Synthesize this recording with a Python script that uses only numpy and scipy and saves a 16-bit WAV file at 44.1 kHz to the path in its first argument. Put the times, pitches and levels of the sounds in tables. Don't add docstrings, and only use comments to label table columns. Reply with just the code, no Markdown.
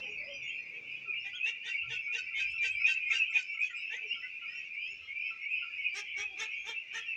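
import sys
import numpy as np
from scipy import signal
from scipy.fft import rfft, irfft, next_fast_len
from scipy.io import wavfile
from scipy.ndimage import uniform_filter1d

SR = 44100
rng = np.random.default_rng(int(sys.argv[2]) if len(sys.argv) > 2 else 0)


def invert_db(x):
    u = np.asarray(x, float) / 20
    return 10 ** u


def materialize(psi):
    bounded = np.clip(np.atleast_2d(psi).T, -1, 1)
    quanta = np.round(bounded * 32767).astype(np.int16)
    wavfile.write(sys.argv[1], SR, quanta)


N = 315756

# (start [t/s], length [t/s], pitch [f/Hz], [level/dB])
SWEEPING_PEEPS = [(1.407, 0.085, 2645, -31.5), (2.805, 0.044, 2314, -36.5), (3.093, .034, 2426, -29),
                  (3.325, 0.03, 2316, -38), (3.575, 0.053, 2318, -35.5), (3.905, 0.045, 1802, -48.5),
                  (3.945, 0.043, 2028, -46), (3.906, 0.19, 2567, -47), (4.135, 0.021, 3017, -41),
                  (4.34, 0.16, 2527, -47), (4.445, 0.05, 2340, -43.5), (4.754, 0.043, 2303, -37.5),
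                  (4.809, 0.13, 2560, -42), (5.083, 0.073, 2245, -43), (5.423, 0.082, 2296, -38),
                  (6.51, 0.12, 2320, -45)]
# (start [t/s], length [t/s], pitch [f/Hz], [level/dB])
RISING_PEEPS = [(.434, 0.079, 2248, -43), (.713, 0.066, 2263, -46), (1.746, 0.086, 2520, -52),
                (1.956, 0.053, 2627, -39.5), (2.08, 0.11, 2507, -40), (2.125, 0.045, 2743, -38.5),
                (2.39, 0.062, 2541, -36), (2.679, 0.04, 2510, -35), (2.898, 0.05, 2565, -40.5),
                (3.143, 0.045, 2756, -32.5), (3.831, 0.093, 2642, -40.5), (4.101, 0.044, 2798, -35),
                (4.222, .045, 2015, -43.5), (4.49, 0.068, 1920, -55), (5.148, 0.14, 2422, -38),
                (5.607, 0.051, 2684, -42), (6.131, 0.096, 2237, -41), (6.66, 0.12, 2390, -47),
                (.495, 0.04, 3206, -47.5), (2.84, .03, 2440, -21)]
# (start [t/s], length [t/s], pitch [f/Hz], [level/dB])
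ARCHED_PEEPS = [(.005, 0.034, 2690, -41), (1.157, 0.049, 2780, -42), (1.25, 0.056, 2014, -50),
                (1.736, 0.027, 2300, -34), (2.34, 0.04, 2180, -38.5), (2.429, 0.064, 2432, -38),
                (2.479, 0.11, 2690, -39), (2.589, 0.069, 2398, -33), (2.744, 0.054, 2360, -35.5),
                (2.789, 0.073, 2563, -35.5), (3.35, 0.03, 2470, -25), (3.068, 0.072, 2190, -37.5),
                (3.223, 0.027, 2820, -35), (3.392, 0.016, 2485, -37.5), (3.607, 0.045, 2515, -30),
                (3.732, 0.058, 2495, -42.5), (5.253, 0.064, 2655, -39), (5.782, 0.054, 2243, -41),
                (5.832, 0.074, 2830, -42.5), (6.211, 0.077, 2530, -41), (6.38, 0.09, 2676, -46),
                (6.755, 0.065, 2710, -39.5)]
# (start [t/s], length [t/s], pitch [f/Hz], [level/dB])
FALLING_PEEPS = [(.18, 0.046, 2255, -38.5), (.339, .03, 2410, -44), (1.083, 0.071, 2457, -36),
                 (1.137, 0.055, 2580, -44.5), (1.502, 0.067, 2740, -45.5), (1.691, 0.042, 2770, -37.5),
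                 (1.771, 0.06, 2715, -38), (2.02, 0.092, 2254, -43.5), (2.355, 0.082, 3070, -44),
                 (2.644, 0.042, 2710, -38), (2.855, .13, 2676, -32.5), (3.193, .045, 2630, -30),
                 (3.612, 0.04, 2304, -47), (4.535, .1, 2668, -44.5), (5.507, 0.066, 2509, -35),
                 (5.522, 0.075, 2632, -38), (5.852, 0.039, 2512, -29.5), (5.902, 0.058, 2370, -44.5),
                 (5.966, 0.025, 2135, -47), (7.069, 0.073, 2693, -37)]
# (start [t/s], length [t/s], pitch [f/Hz], [level/dB])
YELP = [
    (1.33, 0.065, 3267, -44.5),
]
# (start [t/s], length [t/s], pitch [f/Hz], [level/dB])
SMALL_BIRD_PEEPS = [(2.43, 0.16, 3230, -62.5), (2.7, 0.064, 3120, -53.5), (2.92, 0.089, 3130, -63),
                    (4.6, 0.052, 3140, -64), (4.8, 0.082, 3060, -51), (5.04, 0.057, 3180, -60.5),
                    (5.2, 0.11, 3030, -53), (5.55, 0.078, 2963, -48), (6.0, 0.14, 3200, -60),
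                    (6.28, 0.074, 3270, -56), (6.52, 0.12, 3180, -58), (6.93, 0.13, 3180, -54.5)]
# (start [t/s], pitch [f/Hz], [level/dB])
REEDY_CALLS = [
    (1.68, 1553, -54),
    (1.92, 1488, -52.5),
    (2.161, 1536, -55.5),
    (2.395, 1564, -53),
    (2.64, 1548, -47.5),
    (2.889, 1546, -45),
    (3.136, 1556, -43),
    (3.378, 1549, -48.5),
    (3.636, 1685, -60),
]
# (multiple of pitch [1], [level/dB])
REEDY_PARTIALS = [(1, -1), (2, 0), (2.5, -10.5), (3, -7), (3.5, -11.5), (4, -14), (4.5, -20), (5, -25),
                  (5.5, -35), (6, -41.5)]
# ([f/Hz], [level/dB])
REEDY_AIR = [(3000, -29), (4200, -4), (5500, -0.5), (7200, -0.5), (8200, -17), (9500, -27.5),
             (12000, -58.5)]
# (start [t/s], pitch [f/Hz], [level/dB])
PURE_CALLS = [(1.059, 1322, -61.5), (1.337, 1464, -56), (1.482, 1426, -68.5), (1.835, 1388, -61.5),
              (2.079, 1403, -60), (2.537, 1360, -66), (2.811, 1350, -66), (3.1, 1350, -61),
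              (3.549, 1330, -68.5), (3.707, 1384, -61), (4.16, 1384, -65), (4.417, 1324, -62),
              (4.522, 1470, -64), (5.02, 1282, -75.5), (5.309, 1324, -58), (5.623, 1379, -58.5),
              (5.656, 1312, -73), (2.305, 1350, -76), (3.294, 1346, -66), (3.965, 1520, -71),
              (4.23, 1515, -63.5), (3.69, 1900, -58), (2.27, 2006, -61.5), (5.7, 1700, -72),
              (7.06, 1825, -65), (1.665, 1434, -62.5)]
# (start [t/s], length [t/s], pitch [f/Hz], [level/dB])
FAR_QUACKS = [(0.005, .067, 515, -59.), (0.06, .074, 430, -62.5), (0.21, .15, 570, -58.),
              (0.73, .083, 475, -64.5), (4.020, .058, 428, -65.), (4.120, .042, 242, -72.),
              (4.870, .077, 398, -76.), (6.30, .066, 740, -64.5), (6.290, .084, 372, -71.),
              (6.820, .06, 600, -76.), (4.010, .048, 760, -75.), (1.070, .04, 400, -69.),
              (.023, .07, 830, -67.5)]
# (start [t/s], length [t/s], pitch [f/Hz], [level/dB])
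MACHINE_THUDS = [
    (.36, 0.11, 128.7, -67.5),
    (.8, 0.52, 126.8, -76.5),
    (1.86, 0.101, 126.3, -61),
]
# (start [t/s], length [t/s], pitch [f/Hz], glide [%], [level/dB])
MIDDLE_PEEPS = [(0.026, 0.024, 3035, -5, -53.5), (0.041, 0.096, 2860, -1.5, -56.5),
                (0.298, 0.063, 3120, -0.5, -55), (0.402, 0.054, 2480, -3.5, -54.5),
                (0.423, 0.056, 3454, 0, -63.5), (0.451, 0.072, 2789, -0.4, -49),
                (0.66, 0.06, 2385, 4.5, -48.5), (0.74, 0.047, 2565, 0, -50),
                (0.877, 0.087, 2635, -2.5, -49), (1.461, 0.038, 1892, 4, -52),
                (1.642, 0.092, 1933, 9.9, -52), (1.654, 0.056, 3550, -0.4, -54),
                (1.802, 0.041, 2827, 4.5, -44.5), (1.904, 0.078, 2750, -5.5, -44),
                (1.905, 0.045, 3419, 5.0, -51.5), (1.922, 0.063, 3240, 5, -55.1),
                (2.16, 0.085, 2648, -3.5, -51.5), (2.351, 0.053, 3560, -2.3, -57),
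                (2.633, 0.023, 1927, 6.5, -42), (2.992, 0.092, 2450, 0.1, -43),
                (3.245, 0.094, 2535, 14.5, -42.5), (3.466, 0.084, 2312, -3.5, -45.5),
                (3.49, 0.073, 2694, 0.2, -46), (3.642, 0.039, 3374, 1, -57.0), (3.666, 0.06, 3149, 0, -64),
                (4.117, 0.056, 2260, -1.0, -47.5), (4.159, 0.13, 2686, 4.5, -50.5),
                (4.695, 0.155, 2762, 13.5, -54), (5.151, 0.037, 2629, -3, -48),
                (5.248, 0.063, 2233, 0.5, -50.5), (5.706, 0.07, 2665, -5.6, -53),
                (5.939, 0.1, 2583, 9.5, -53.5), (6.179, 0.056, 3280, -2, -53.4),
                (6.198, 0.035, 3446, 0.5, -60), (6.394, 0.058, 2203, 0.7, -49),
                (6.672, 0.044, 3580, 1.2, -51), (6.679, 0.038, 3195, 4.5, -46.5),
                (6.946, 0.041, 1843, 2.5, -47.5)]
# (middle [t/s], pitch [f/Hz], voice [level/dB], rasp [level/dB])
QUACKS = [(1.272, 401.6, -67, -70.5), (1.48, 455.3, -68, -56), (1.677, 457, -70.5, -61),
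          (1.922, 457, -65.5, -59.5), (2.158, 454.3, -69, -57.5), (2.393, 456, -73, -56.5),
          (2.651, 460, -67, -53.5), (2.886, 457, -66.5, -54.5), (3.135, 452, -68.5, -52.5),
          (3.369, 457, -64, -55.5), (3.641, 563, -86, -65), (3.938, 455, -66.5, -62),
          (5.983, 410.4, -62, -49.5), (6.207, 413.7, -60, -51.5), (6.423, 445.7, -53, -48.5),
          (6.694, 444, -55, -54.5), (6.973, 454.6, -60, -52)]
# ([f/Hz], [level/dB])
THROATS = [
    [(250, -34), (440, 3.5), (880, 7), (1350, -14), (1900, 18.5), (2400, 20), (3100, 13.5), (3700, 15),
     (4200, -13.5), (5000, -42)],
    [(250, 0.5), (440, -1.5), (880, 1), (1350, 3), (1800, 10), (2600, 0.5), (3100, 5.5), (3800, 0),
     (4300, -5), (5000, -41)],
]
# ([f/Hz], [level/dB])
BILLS = [
    [(3500, -19.5), (4500, -15), (5200, -8.5), (6300, 1), (7500, -15), (8200, -27), (9000, -28.5),
     (10300, -35), (12500, -62)],
    [(3500, -15), (4500, -15.5), (5600, 6.5), (6600, -2), (7900, -14.5), (8600, -20.5), (9200, -30.5),
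     (11200, -22.5), (12000, -30), (12600, -65)],
]
# (start [t/s], length [t/s], [level/dB])
FACING_CALLS = [
    (2.452, 0.14, -63),
    (2.77, 0.14, -59),
    (3.062, 0.084, -66),
    (3.418, 0.14, -64),
    (3.77, 0.16, -67),
    (4.122, 0.14, -65.5),
    (4.469, 0.13, -66.5),
    (4.808, 0.18, -66),
    (5.177, 0.17, -69),
]
# (start [t/s], length [t/s], pitch [f/Hz], [level/dB])
LEVEL_OVERTONES = [(.18, 0.025, 4510, -63.5), (.215, 0.092, 4960, -66.5), (.339, 0.03, 4940, -54.5),
                   (.424, 0.027, 5760, -60), (.44, 0.074, 6730, -67.5), (1.352, 0.029, 6550, -64),
                   (2.13, 0.038, 5600, -65), (2.225, 0.035, 5240, -65), (3.158, 0.043, 5670, -54),
                   (3.602, 0.025, 7530, -64), (3.637, 0.022, 4520, -65), (3.756, .035, 7670, -73),
                   (4.085, 0.045, 5580, -57.5), (4.904, 0.03, 6800, -72.5), (5.418, 0.024, 5520, -64.5),
                   (5.52, 0.12, 5110, -70.5), (5.907, 0.082, 4660, -63), (6.575, 0.14, 6530, -66.5),
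                   (7.059, 0.064, 5490, -72)]
# (start [t/s], length [t/s], pitch [f/Hz], [level/dB])
RISING_OVERTONES = [(0.25, 0.05, 5250, -67.5), (.315, .07, 5800, -65), (0.098, .03, 6670, -68.5),
                    (2.5, .03, 6700, -72), (2.5, 0.024, 4300, -76), (3.3, 0.025, 7400, -69),
                    (4.068, 0.02, 5600, -64.5), (3.7, .03, 7000, -70.5), (5.5, 0.047, 7600, -78),
                    (3.625, .04, 5700, -62), (2, .06, 3200, -74), (1.2, .07, 5450, -67.5),
                    (0.59, 0.064, 5800, -76), (5.0, .07, 4100, -78.5), (2.7, 0.045, 7700, -67),
                    (2.5, 0.13, 2800, -65), (2.49, 0.064, 8000, -79), (2.76, .09, 5100, -74),
                    (3.07, .04, 7500, -79), (2.585, 0.028, 4000, -66), (2.8, 0.021, 5600, -68),
                    (3.3, .03, 5200, -75)]
# (start [t/s], length [t/s], pitch [f/Hz], [level/dB])
FAINT_OVERTONES = [(0, 0.099, 5760, -70.5), (.0, 0.047, 5250, -72.5), (.1, 0.066, 5670, -73.5),
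                   (.55, 0.033, 6840, -78.5), (.57, 0.055, 5090, -71.5), (.55, .08, 4250, -74),
                   (.64, .07, 4920, -77), (1.62, 0.029, 4600, -73), (1.99, 0.096, 5250, -71.5),
                   (2.03, 0.035, 6320, -72), (3.5, 0.066, 6860, -78), (3.615, 0.021, 5150, -63),
                   (3.65, 0.044, 6630, -64), (3.79, 0.02, 3790, -65), (4.54, 0.081, 6800, -77),
                   (4.64, 0.029, 6450, -80.5), (4.65, .04, 5550, -75), (4.56, 0.037, 5590, -56.5),
                   (4.81, 0.064, 4840, -70.5), (4.85, .06, 6330, -77.5), (5.02, 0.076, 5470, -74),
                   (5.13, 0.063, 4700, -83), (5.32, 0.04, 4070, -75.5), (6.3, .04, 4700, -77),
                   (6.51, 0.036, 5630, -67.5), (6.75, 0.071, 5480, -79), (2.365, 0.037, 4560, -67),
                   (2.42, 0.037, 5420, -70), (2.76, 0.082, 4120, -76.5), (3.31, 0.046, 5460, -71),
                   (3.755, 0.07, 5130, -63.5)]
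# ([t/s], [level/dB])
CROWD_LEVEL = [(0.0, -41.5), (.78, -42.5), (1.47, -43), (1.75, -39), (1.89, -40.5), (2.27, -41),
               (2.69, -42.5), (3.15, -39.5), (4.17, -44.5), (5.84, -42), (6.18, -43.5), (7.16, -41)]
# ([f/Hz], [level/dB])
BREEZE_SPECTRUM = [(18, -38), (38, -9), (55, 3), (90, 1), (130, -10), (200, -21), (600, -82)]
# (middle [t/s], half length [t/s], [level/dB])
GUSTS = [
    (0.349, 0.3, -88),
    (1.299, 0.094, -80),
    (1.91, 0.082, -70),
    (2.719, .26, -64),
    (3.185, 0.34, -76),
    (5.56, 0.043, -71.5),
    (6.256, 0.091, -76),
]
# ([f/Hz], [level/dB])
YARD_SPECTRUM = [(60, -14), (150, 0.5), (330, -2.5), (480, -0.5), (700, -9.5), (1100, -9), (1700, -1),
                 (3500, -0.5), (4200, -9.5), (5600, -7), (7000, -14.5), (8300, -29.5), (12000, -46.5)]
# ([f/Hz], [level/dB])
MIC_HISS = [(7000, -29), (9000, -9), (13800, -14.5), (14800, -1.5), (15700, -1.5)]


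def near_birds():
    peeps = whistle(
        glide(SWEEPING_PEEPS, (-6, 7)) + glide(RISING_PEEPS + SMALL_BIRD_PEEPS, (-2.2, 2.87))
        + glide(ARCHED_PEEPS, (-1.8, -1.8)) + glide(FALLING_PEEPS, (2.2, -2.8)) + glide(YELP, (-17.5, -14.5)),
        [(1, 0)], waver=.013, flutter_db=1.5, throb_db=3.2)
    call_s = .04
    reedy_notes = glide([(s, call_s, hz, db) for s, hz, db in REEDY_CALLS], (1.2, 0.14))
    reedy = whistle(reedy_notes, REEDY_PARTIALS, waver=.011, flutter_db=4.5, throb_db=1.5)
    reedy = reedy + reedy_rasp(call_s)
    pure_notes = glide([(s, call_s, hz, db) for s, hz, db in PURE_CALLS], (2.8, -1.7))
    pure = whistle(pure_notes, [(1, 4.5), (3, -28.5)], waver=0.02, flutter_db=3.5)
    far_notes = glide(FAR_QUACKS + MACHINE_THUDS, (1.6, -2.2))
    far = whistle(far_notes, [(1, 1.0), (2, -22.5)], waver=0.032, flutter_db=3.0)
    return peeps + shed(reedy + pure, -12.5) + far


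def whistle(notes, partials, edge=.35, shape=0.9, waver=0.0054, flutter_db=5.0, throb_db=2.0):
    out = np.zeros(N + SR)
    wobble, flutter, throb = walk(90), walk(70), walk(260)
    for (start, length, hz0, hz1, hz2, db), turn in zip(notes, rng.random(len(notes))):
        first = max(int((start - edge * length / 2) * SR), 0)
        at = np.arange(first, min(first + int((1 + edge) * length * SR), N))
        z = np.clip((at / SR - start) / length, 0, 1)
        hz = hz0 * (1 - z) * (1 - 2 * z) + 4 * hz1 * z * (1 - z) + hz2 * z * (2 * z - 1)
        moved = at - first + int(turn * (N - len(at)))
        phase = 2 * np.pi * (np.cumsum(hz * (1 + waver * wobble[moved])) / SR + turn)
        unsteady_db = flutter_db * flutter[moved] + throb_db * (1 - throb[moved] ** 2)
        swell = np.sin(np.pi * (at - first) / len(at)) ** shape * invert_db(db + unsteady_db)
        tone = sum(invert_db(partial_db) * np.sin(k * phase) for k, partial_db in partials)
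        out[at] += np.sqrt(2) * swell * tone
    return out[:N]


def glide(rows, pct):
    start, end = 1 + pct[0] / 100, 1 + pct[1] / 100
    return [(s, length, hz * start, hz, hz * end, db) for s, length, hz, db in rows]


def reedy_rasp(call_s):
    t = np.arange(N) / SR
    lag_s = 0.042
    puffs = sum(invert_db(db) * np.exp(-abs((t - s - lag_s) / (0.42 * call_s)) ** 3) for s, hz, db in REEDY_CALLS)
    air = level(colour(rng.standard_normal(N), REEDY_AIR), -11)
    return air * puffs * invert_db(3. * walk(300))


def quacks():
    out, wobble = np.zeros(N), walk(200)
    second_bird_s = 5
    length_s, lag_s = (0.05, .07), (0.0052, -0.0014)
    jitter, arch, rise, hoarse, scoop = (.025, .018), (.05, .015), (.13, -.01), (.55, .42), (0, .12)
    voice_span, rasp_span, rasp_edge = 0.45, (.62, .45), (2.6, 3.)
    breath, opening, rasp_db = 0.42, 0.69, 3
    for middle, pitch_hz, low_db, high_db in QUACKS:
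        bird = int(middle > second_bird_s)
        length = length_s[bird]
        at = np.arange(int((middle - 1.2 * length) * SR), min(int((middle + 1.2 * length) * SR), N))
        z = (at / SR - middle) / length
        onset = scoop[bird] / (1 + np.exp((z + .42) / .08))
        hz = pitch_hz * (1 - arch[bird] * (2 * z) ** 2 + rise[bird] * z - onset + jitter[bird] * wobble[at])
        throat_hz, throat_db = np.transpose(THROATS[bird])
        throat_db = throat_db + (throat_hz > 1600) * opening * (high_db - low_db - 3.5)
        voice = stack(hz, throat_hz, throat_db, flicker_db=4.5, patchy_db=2.4, count=11, blur=.35)
        air_points = np.transpose([throat_hz, throat_db - 6 * (throat_hz < 1600)])
        air = level(colour(rng.standard_normal(len(at)), air_points))
        voice = voice + hoarse[bird] * np.std(voice) * air
        bill_hz, bill_db = np.transpose(BILLS[bird])
        rasp = level(stack(hz, bill_hz, bill_db, flicker_db=6.5, patchy_db=4.5, count=31, blur=.4))
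        pulse = 1 + 0.32 * np.cos(2 * np.pi * np.cumsum(hz) / SR)
        rasp = rasp + breath * level(colour(rng.standard_normal(len(at)), BILLS[bird])) * pulse
        rasp_z = (z - lag_s[bird] / length) / rasp_span[bird]
        out[at] += voice * invert_db(low_db) * np.exp(-abs(z / voice_span) ** 2)
        out[at] += rasp * invert_db(high_db + rasp_db) * np.exp(-abs(rasp_z) ** rasp_edge[bird])
    return out


def stack(hz, at_hz, db, flicker_db, patchy_db, count, blur):
    k = np.arange(1, count + 1)[:, None]
    hold = 300
    steps = rng.standard_normal((count, len(hz) // hold + 1))
    flicker = uniform_filter1d(np.repeat(steps, hold, axis=1), hold, axis=1)[:, :len(hz)]
    own_db = patchy_db * rng.standard_normal((count, 1))
    gain = invert_db(np.interp(np.log(k * hz), np.log(at_hz), db) + flicker_db * flicker + own_db)
    cycles = k * np.cumsum(hz) / SR + blur * rng.random((count, 1))
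    return np.sum(gain * np.cos(2 * np.pi * cycles), axis=0)


def overtones():
    caller_hz = 5250
    notes = (glide([(s, length, caller_hz, db) for s, length, db in FACING_CALLS], (-7.5, 3.5))
             + glide(LEVEL_OVERTONES, (0, 0)) + glide(RISING_OVERTONES, (-3, 2.7))
             + glide(FAINT_OVERTONES, (.8, -1.2)))
    return shed(whistle(notes, [(1, 0), (2, -39)], waver=.012, flutter_db=2.5, throb_db=3.5), -5)


def middle_birds():
    notes = [(s, length, hz * (1 - pct / 200), hz, hz * (1 + pct / 200), db)
             for s, length, hz, pct, db in MIDDLE_PEEPS]
    return shed(whistle(notes, [(1, 2.0)], waver=.008, flutter_db=1.5, throb_db=4.0), -12.5)


def crowd(count=1250, facing=300):
    when, rise, arch, span, loud = rng.random((count, 5)).T
    bell = rng.standard_normal(count)
    hz = 2468 * np.exp(.09 * bell)
    rise = 0.06044 * (2 * rise - .7)
    db = -np.log(1 - .95 * loud) - 1.31 * bell ** 2
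    length_s = .05 * (.55 + span)
    notes = np.transpose([when * N / SR, length_s, hz * (1 - rise), hz * (1 + 0.0383 * arch),
                          hz * (1 + rise), db])
    peeps = whistle(notes, [(1, 0)], waver=0.008, flutter_db=4.0, throb_db=3.3)
    octaves = whistle(notes[:facing], [(2, -2.5), (3, -19.5)], waver=0.0074, flutter_db=5.5)
    return level(peeps) + level(octaves, -31)


def shed(x, wet_db):
    t60_s, gap_s = 0.21, 0.0074
    t = np.arange(SR // 2) / SR
    tail = rng.standard_normal(len(t)) * 1000. ** (-t / t60_s) * (t > gap_s)
    tail = colour(tail, [(300, 1.5), (3000, 0.0), (8000, -8.5)])
    return x + signal.fftconvolve(x, tail * invert_db(wet_db) / np.sqrt(np.sum(tail ** 2)))[:N]


def first_tick(t):
    burst = level(colour(rng.standard_normal(N), [(300, 2), (6000, -7.5), (9000, -35.5)]))
    return invert_db(-50) * np.exp(-t / 0.01) * burst


def breeze(t):
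    calm_db = -81
    gusts = invert_db(calm_db) + sum(invert_db(db) * np.exp(-((t - s) / half) ** 2) for s, half, db in GUSTS)
    return level(colour(rng.standard_normal(N), BREEZE_SPECTRUM)) * gusts * invert_db(3.2 * walk(8.2))


def yard(t):
    split_hz, hiss_db = 1150, -66
    start_db, fade_db_s, rest_db = -54, 6, -66
    noise = level(colour(rng.standard_normal(N), YARD_SPECTRUM))
    low = signal.sosfilt(signal.butter(2, split_hz, fs=SR, output="sos"), noise)
    murmur = np.hypot(invert_db(start_db - fade_db_s * t), invert_db(rest_db))
    return invert_db(1.1 * walk(8)) * (low * murmur + (noise - low) * invert_db(hiss_db))


def duck(x):
    depth_db, from_db = 6, -39
    share = uniform_filter1d(x ** 2, SR // 8) / invert_db(2 * from_db)
    return -depth_db * share / (1 + share)


def level(x, db=0):
    return x * invert_db(db) / np.sqrt(np.mean(x ** 2))


def colour(x, points):
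    hz, db = np.transpose(points)
    size = next_fast_len(len(x))
    f = np.maximum(np.arange(size // 2 + 1) * SR / size, 1)
    gain = invert_db(np.interp(np.log(f), np.log(hz), db))
    return irfft(rfft(x, size) * gain, size)[:len(x)]


def walk(rate):
    k = int(SR / rate)
    held = np.repeat(rng.standard_normal(N // k + 1), k)
    return 1.363 * uniform_filter1d(uniform_filter1d(held, k), k)[:N]


def scene():
    t = np.arange(N) / SR
    birds = shed(near_birds(), -12.5) + shed(quacks(), -14.0) + overtones()
    crowd_db = np.interp(t, *np.transpose(CROWD_LEVEL)) - 2.5 + 1.8 * walk(10)
    birds = birds + level(shed(crowd(), -6)) * invert_db(crowd_db)
    background = breeze(t) + yard(t) * invert_db(duck(birds) + 0.05) + first_tick(t)
    return (birds + background + middle_birds())[None]


def roll_off(x):
    return signal.sosfilt(signal.butter(12, 15720, fs=SR, output="sos"), x)


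def record(dry):
    hiss = level(colour(rng.standard_normal(N), MIC_HISS), -83)
    hiss = hiss * invert_db(1.2 * walk(7.5) + duck(dry[0]))
    return roll_off(dry + hiss)


dry = scene()
out = record(dry)
materialize(out)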